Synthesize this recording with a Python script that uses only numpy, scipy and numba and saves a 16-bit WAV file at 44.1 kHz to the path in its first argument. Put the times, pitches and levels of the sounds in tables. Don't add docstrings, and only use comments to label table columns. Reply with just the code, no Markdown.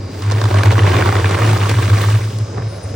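import sys
import numpy as np
from scipy import signal
from scipy.fft import rfft, irfft
from scipy.io import wavfile
from scipy.ndimage import uniform_filter1d
from numba import njit

SR = 44100
rng = np.random.default_rng(int(sys.argv[2]) if len(sys.argv) > 2 else 0)


def invert_db(level):
    return 10 ** (np.asarray(level, dtype=float) / 20)


def bounce(signal):
    frames = np.transpose(np.atleast_2d(signal))
    limited = np.clip(frames, -1, 1)
    pcm = np.round(limited * 32767).astype(np.int16)
    wavfile.write(sys.argv[1], SR, pcm)


N = 130095

# frequency in Hz, density in dB per Hz.
IDLE_SPECTRUM = [(140, 1), (450, -1), (650, -10), (1500, -20.5), (3200, -29.5), (5200, -25), (8000, -33),
                 (15000, -60.5)]
# frequency in Hz, density in dB per Hz.
SUB_SPECTRUM = [(20, -20), (50, -22), (85, 12)]
WHINE_HZ = [3871, 4236, 4700, 4820, 4941, 5060, 5180, 5301, 5768, 5889, 6122, 1098]
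# level at the start in dB, level at the end in dB.
WHINE_LEVELS = [(-68, -57), (-66, -63), (-68, -65), (-52, -72), (-57, -54), (-63, -56), (-63, -52),
                (-67, -61), (-65, -60), (-72, -62), (-68, -60), (-52.5, -58)]
# time in seconds, pitch in Hz, level in dB.
SQUEAK_PATH = [
    (2.675, 8730, -66),
    (2.69, 9120, -57),
    (2.744, 9760, -63),
    (2.764, 10360, -58),
    (2.784, 10060, -61),
    (2.81, 9750, -77),
    (2.84, 8940, -50.5),
    (2.86, 9300, -65),
    (2.95, 9400, -60),
]
# start in seconds, peak in dB, pitch in Hz, dip before it in dB.
THROBS = [(0.0, -20, 97.6, -19), (0.085, -27.5, 98.5, -32), (0.202, -9, 102.4, -33),
          (0.352, -9.5, 105.3, -6.5), (0.411, -6.5, 106.1, -15.5), (0.501, -6, 100.7, -21),
          (0.643, 0, 102.6, -23), (0.728, -5.5, 104.8, -29), (0.797, -1.5, 102.3, -28),
          (0.881, -8.5, 94.6, -6), (0.941, -5.5, 104.5, -32), (0.995, -10, 100.1, -22),
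          (1.048, -7, 100.7, -18), (1.133, -8, 99.7, -28), (1.218, -7.5, 99.6, -20),
          (1.298, -11.5, 98.2, -14), (1.384, -7.5, 109.7, -25.5), (1.49, -6, 106.3, -4),
          (1.58, -9, 100.9, -37), (1.692, -8.5, 105.1, -15), (1.753, -5, 107.5, -33),
          (1.821, -9, 100.7, -18.5), (1.892, -1, 103.4, -25), (1.977, -11.5, 103.2, -11),
          (2.042, -6.0, 103.5, -14.5), (2.115, -4, 108.2, -8.5), (2.197, -14, 107.6, -24),
          (2.328, -14, 108, -34), (2.388, -9.5, 106.7, -16.5), (2.463, -27, 106.9, -33),
          (2.539, -16.5, 108.4, -41), (2.609, -14.5, 108.4, -25), (2.724, -25.5, 101.3, -26),
          (2.822, -20.5, 102.4, -45), (2.914, -30, 99, -17)]
# time in seconds, peak in dB, ring in Hz, crack relative to the peak in dB.
SNAPS = [(0.222, -18, 1185, -3.5), (0.3, -16, 1430, -8.5), (0.312, -12.5, 1070, -7.5),
         (0.319, -17, 924, 0.5), (0.415, -8.5, 1100, -8), (0.44, -10.5, 890, -4.5),
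         (0.455, -7, 1200, -12.5), (0.542, -7.5, 1070, -12), (0.608, -7.5, 1240, -26),
         (0.634, -2, 1535, -13.5), (0.657, -14, 2270, -4.5), (0.707, -8, 2100, -28), (0.716, -22, 950, 3.5),
         (0.792, -4, 1870, -36), (0.865, -9.5, 1650, -32), (0.966, -4, 2190, -22), (1.023, -1, 1500, -21.5),
         (1.09, -2.5, 1290, -22), (1.125, -6, 1240, -14.5), (1.244, -1, 1670, -35),
         (1.309, -9.5, 1260, -9.5), (1.345, -3.5, 1396, -25.5), (1.418, -5.5, 1180, -24),
         (1.561, -10.5, 1226, -26), (1.694, -12.5, 1730, 0.5), (1.713, -12.5, 850, -6),
         (1.824, -17, 1180, -6), (1.967, -18, 1080, -20), (2.386, -37, 1070, 10), (2.581, -14.5, 1165, -30)]
# time in seconds, peak in dB, ring in Hz.
FURTHER_SNAPS = [(0.35, -24.5, 1025), (0.383, -26.5, 930), (0.503, -19, 700), (0.51, -16, 1290),
                 (0.569, -11, 1050), (0.586, -12, 970), (0.671, -6, 1510), (0.722, -11.5, 700),
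                 (0.755, -10, 1530), (0.78, -3.5, 1080), (0.834, -6.5, 1860), (0.876, -15, 940),
                 (0.917, -9, 1890), (0.937, -11, 1610), (1.01, -8.5, 700), (1.059, -8, 880), (1.154, -6, 1270),
                 (1.166, -10, 2020), (1.188, -9.5, 1410), (1.257, -6.5, 2290), (1.291, -20, 910),
                 (1.327, -21, 750), (1.368, -20, 1030), (1.387, -13.5, 940), (1.449, -11, 1070),
                 (1.491, -7, 1380), (1.512, -16.5, 730), (1.531, -15, 778), (1.615, -11, 1250),
                 (1.634, -10, 1790), (1.659, -22, 1010), (1.74, -16.5, 1255), (1.786, -8.5, 1130),
                 (1.88, -13.5, 1160), (1.9, -9.5, 1545), (1.931, -13, 680), (2.012, -22, 1550),
                 (2.038, -13, 1320), (2.086, -11, 1226), (2.149, -18, 1330), (2.188, -18, 970),
                 (2.562, -22.5, 484), (2.574, -18, 735), (2.585, -22.5, 436), (2.575, -23.5, 272),
                 (2.59, -21, 247), (2.205, -22.5, 516), (1.828, -27.5, 465), (0.545, -10.5, 613),
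                 (2.6, -21.5, 872.4), (2.62, -31, 1100), (2.94, -19, 463)]
# time in seconds, crunch level in dB, treble emphasis in dB.
LOAD = [(0, -43, -2.5), (.2, -36, 6), (.3, -28.5, -1.5), (.5, -26, 1.5), (.68, -24, -1), (.92, -18.5, -3),
        (1.36, -23.5, 0.5), (1.5, -20, 1), (1.6, -25.5, 3), (2.1, -26.5, 7), (2.18, -30.5, 5.5),
        (2.26, -37, 10), (2.34, -43.5, 14.5), (2.54, -37.5, -12), (2.58, -38.5, -24), (2.635, -36, -4),
        (2.9, -43.5, 4), (2.95, -39.5, -12)]
# frequency in Hz, density in dB per Hz.
CRUNCH_SPECTRUM = [(140, 5), (260, -3.5), (380, 3), (560, -4.5), (1100, -5), (2300, -12), (4000, -20.5),
                   (10000, -33.5)]
# frequency in Hz, side-to-mid level in dB, likeness 0-1, phase in rad.
PORTS = [(110, -38, .4, 1), (358, -9, 0.8, -1.3), (700, -1, 0.7, -2), (1200, -4, 0.86, -3),
         (1860, -15, 0.57, -21.5), (2900, -4.5, 0.16, -1.7), (6600, -3.5, .4, -1.76),
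         (11000, 3.5, 0.5, -1.5)]


def read(table, x, col, log=False):
    a = np.array(table, float)
    if log:
        return np.interp(np.log(x + 1), np.log(a[:, 0] + 1), a[:, col])
    return np.interp(x, a[:, 0], a[:, col])


def level(x, db):
    return x * invert_db(db) / np.sqrt(np.mean(x ** 2))


def shaped(x, gain):
    return irfft(rfft(x) * gain(np.arange(N // 2 + 1) * SR / N), N)


def high_pass(x, corner_hz):
    return shaped(x, lambda f: f ** 2 / (f ** 2 + corner_hz ** 2))


def bell(x, hz, octaves):
    return shaped(x, lambda f: np.exp(-(np.log2((f + 1) / hz) / octaves) ** 2))


def noise():
    return rng.standard_normal((2, N))


def walk(rate):
    k = int(SR / rate)
    held = np.repeat(rng.standard_normal(N // k + 1), k)
    return 0.88 * uniform_filter1d(uniform_filter1d(held, k), k)[:N]


@njit
def rings(start, hz, cycles, size, rise, n):
    out = np.zeros(n)
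    for k in range(len(start)):
        w = 2 * np.pi * hz[k] / SR
        turn = np.exp(1j * w - hz[k] / SR / cycles[k])
        z = size[k] + 0j
        fade = np.exp(-hz[k] / SR / rise)
        soft = 1.
        for i in range(start[k], min(n, start[k] + int(5 * cycles[k] * SR / hz[k]))):
            out[i] += z.imag * (1 - soft)
            soft *= fade
            z *= turn
    return out


def twin_rings(start_s, hz, cycles, size, rise):
    late, detune = rng.random((len(start_s), 2)).T
    spread_s = 0.0042
    direct_at = (start_s * SR).astype(np.int64)
    scattered_at = ((start_s + spread_s * late) * SR).astype(np.int64)
    return np.array([rings(direct_at, hz, cycles, size, rise, N),
                     rings(scattered_at, hz * (0.846 + .2 * detune), cycles, size, rise, N)])


def idle():
    rumble = 0
    for hz in 140 * 2 ** np.arange(0, 7.5, .5):
        band = bell(noise(), hz, 0.39)
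        rumble = rumble + band * invert_db(read(IDLE_SPECTRUM, hz, 1, True) + 4.0 * walk(10.1))
    sub = shaped(noise(), lambda f: invert_db(read(SUB_SPECTRUM, f, 1, True)) / (1 + (f / 85) ** 8))
    return level(rumble, -32.5) + level(sub, -33.5)


def whine(t):
    out = 0
    for hz, (first_db, last_db) in zip(WHINE_HZ, WHINE_LEVELS):
        db = 3.8 + first_db + (last_db - first_db) * t / t[-1] + 1.6 * walk(11)
        out = out + invert_db(db) * np.sin(2 * np.pi * hz * t + 0.55 * walk(18))
    return out


def squeak(t):
    hz = read(SQUEAK_PATH, t, 1) * (1 + 0.0052 * walk(100))
    onset = np.clip((t - SQUEAK_PATH[0][0]) / 0.009, 0, 1)
    db = 8.5 + read(SQUEAK_PATH, t, 2) + 2.46 * walk(80)
    return onset * invert_db(db) * np.sin(2 * np.pi * np.cumsum(hz) / SR)


def boom(t):
    start, peak_db, pitch_hz, dip_db = np.array(THROBS).T
    edges = np.append(start, N / SR)
    mids = (edges[1:] + edges[:-1]) / 2
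    place = np.interp(t, edges, np.arange(len(edges)))
    arch = np.abs(np.sin(np.pi * place))
    crest = invert_db(np.interp(t, mids, peak_db)) * arch
    dip = invert_db(np.interp(t, start, dip_db)) * (1 - arch)
    turns = np.cumsum(peak_db - dip_db > 9) % 2
    flip = np.pi * uniform_filter1d(1. * turns[place.astype(int)], size=600)
    phase = 2 * np.pi * np.cumsum(np.interp(t, mids, pitch_hz)) / SR
    return np.hypot(crest, dip) * np.sin(phase + flip)


def snaps():
    shared_crack_db = -20.5
    start, peak_db, hz, crack_db = np.array(SNAPS + [c + (shared_crack_db,) for c in FURTHER_SNAPS]).T
    at = (start * SR).astype(np.int64)
    count = len(start)
    ring = 0
    for ratio, db in ((1.015, 0), (1.49, -4.0), (0.618, -6.5), (0.2338, -11.5)):
        ring = ring + twin_rings(start, hz * ratio, np.full(count, 2.065), invert_db(peak_db + 2.5 + db), 1.0)
    hits = np.zeros(N)
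    hits[at] = invert_db(peak_db + crack_db + 2.5)
    crack_s, crack_hz = 0.0026, 4130
    env = signal.lfilter([1], [1, -np.exp(-1 / (crack_s * SR))], hits)
    crack = bell(env * noise(), crack_hz, 0.95)
    tick_size = invert_db(peak_db + 2.2 * crack_db - 2)
    tick = rings(at, np.full(count, 10600.), np.full(count, 1.7), tick_size, 0.35, N)
    return ring + tick + crack


def bursts():
    start = np.array([c[0] for c in SNAPS + FURTHER_SNAPS])
    hits = np.zeros(N)
    hits[(start * SR).astype(np.int64)] = 1
    decay_s = 0.011
    return np.minimum(signal.lfilter([1], [1, -np.exp(-1 / (decay_s * SR))], hits), 1)


def crunch(t, count=2200, size=3):
    when, strength = np.repeat(rng.random((count, 2)), size, axis=0).T
    pitch, length, delay = rng.random((count * size, 3)).T
    hz = 150 * 110 ** pitch
    scatter_db = np.minimum(-9 * np.log(1 - strength), 7.5)
    peak = invert_db(scatter_db) * hz / 1000
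    grains = twin_rings(when * N / SR + .0015 * delay, hz, 2.25 * (0.31 + length), peak, 0.26)
    tear = noise() * invert_db(5.1 * walk(90))
    flare_db = 5 * (bursts() - 0.4049) + 1.2 * walk(29.76) + 0.33 * walk(8.3)
    raw = (level(grains, 0) + level(tear, -1.5)) * invert_db(flare_db)
    raw = raw + invert_db(6.5) * high_pass(noise(), 4200)
    spectrum = lambda f: invert_db(read(CRUNCH_SPECTRUM, f, 1, True)) * (f / 130) ** 4 / (1 + (f / 130) ** 4)
    full = shaped(raw, spectrum)
    crisp = high_pass(full, 2850)
    band = shaped(full, lambda f: (f > 500) * (f < 2800))
    mix = full - crisp + crisp * invert_db(read(LOAD, t, 2))
    return mix / np.std(band) * invert_db(read(LOAD, t, 1) - 1.5)


def tail(x, t60):
    h = rng.standard_normal((2, SR // 2)) * invert_db(-60 * np.arange(SR // 2) / SR / t60)
    return signal.fftconvolve(x, h / np.sqrt(np.sum(h[0] ** 2)), axes=1)[:, :N]


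def scene():
    t = np.arange(N) / SR
    work = crunch(t) + snaps()
    hopper = invert_db(-11.5) * tail(work, 0.16)
    mid, diffuse = work + hopper + idle() + whine(t) + squeak(t)
    like = lambda f: np.clip(read(PORTS, f, 2, True), 0, 1)
    gain = lambda f: invert_db(read(PORTS, f, 1, True))
    side = shaped(mid, lambda f: gain(f) * like(f) * np.exp(1j * read(PORTS, f, 3, True)))
    side = side + shaped(diffuse, lambda f: gain(f) * np.sqrt(1 - like(f) ** 2))
    mid = mid + boom(t)
    return np.array([mid + side, mid - side])


def gap(x, size=1024):
    mid, side = (x[0] + x[1]) / 2, (x[0] - x[1]) / 2
    f, t, z = signal.stft(mid, SR, nperseg=size)
    f = f[:, None]
    jump = np.repeat(rng.standard_normal((len(t), 2)), 3, axis=0)[:len(t)].T
    low_hz = 9900 + 330 * jump[0]
    high_hz = 14850 + 600 * jump[1]
    usual = uniform_filter1d(uniform_filter1d(np.abs(z), size=50, axis=0), size=24, axis=1)
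    strong = uniform_filter1d(np.abs(z), size=9, axis=0) > invert_db(7.5) * usual
    all_pass = (t > 0.638) & (t < 0.655)
    kept = (f < low_hz) | (f > high_hz) | (strong & (f < 14800)) | all_pass
    mid = signal.istft(z * kept, SR, nperseg=size)[1][:N]
    return np.array([mid + side, mid - side])


def roll_off(x):
    return signal.sosfilt(signal.butter(12, 17080, fs=SR, output="sos"), x)


def record(dry):
    rounded = np.tanh(0.99 * dry) / 0.97
    mix = shaped(gap(rounded), lambda f: f < 15950)
    return roll_off(mix)


dry = scene()
out = record(dry)
bounce(out)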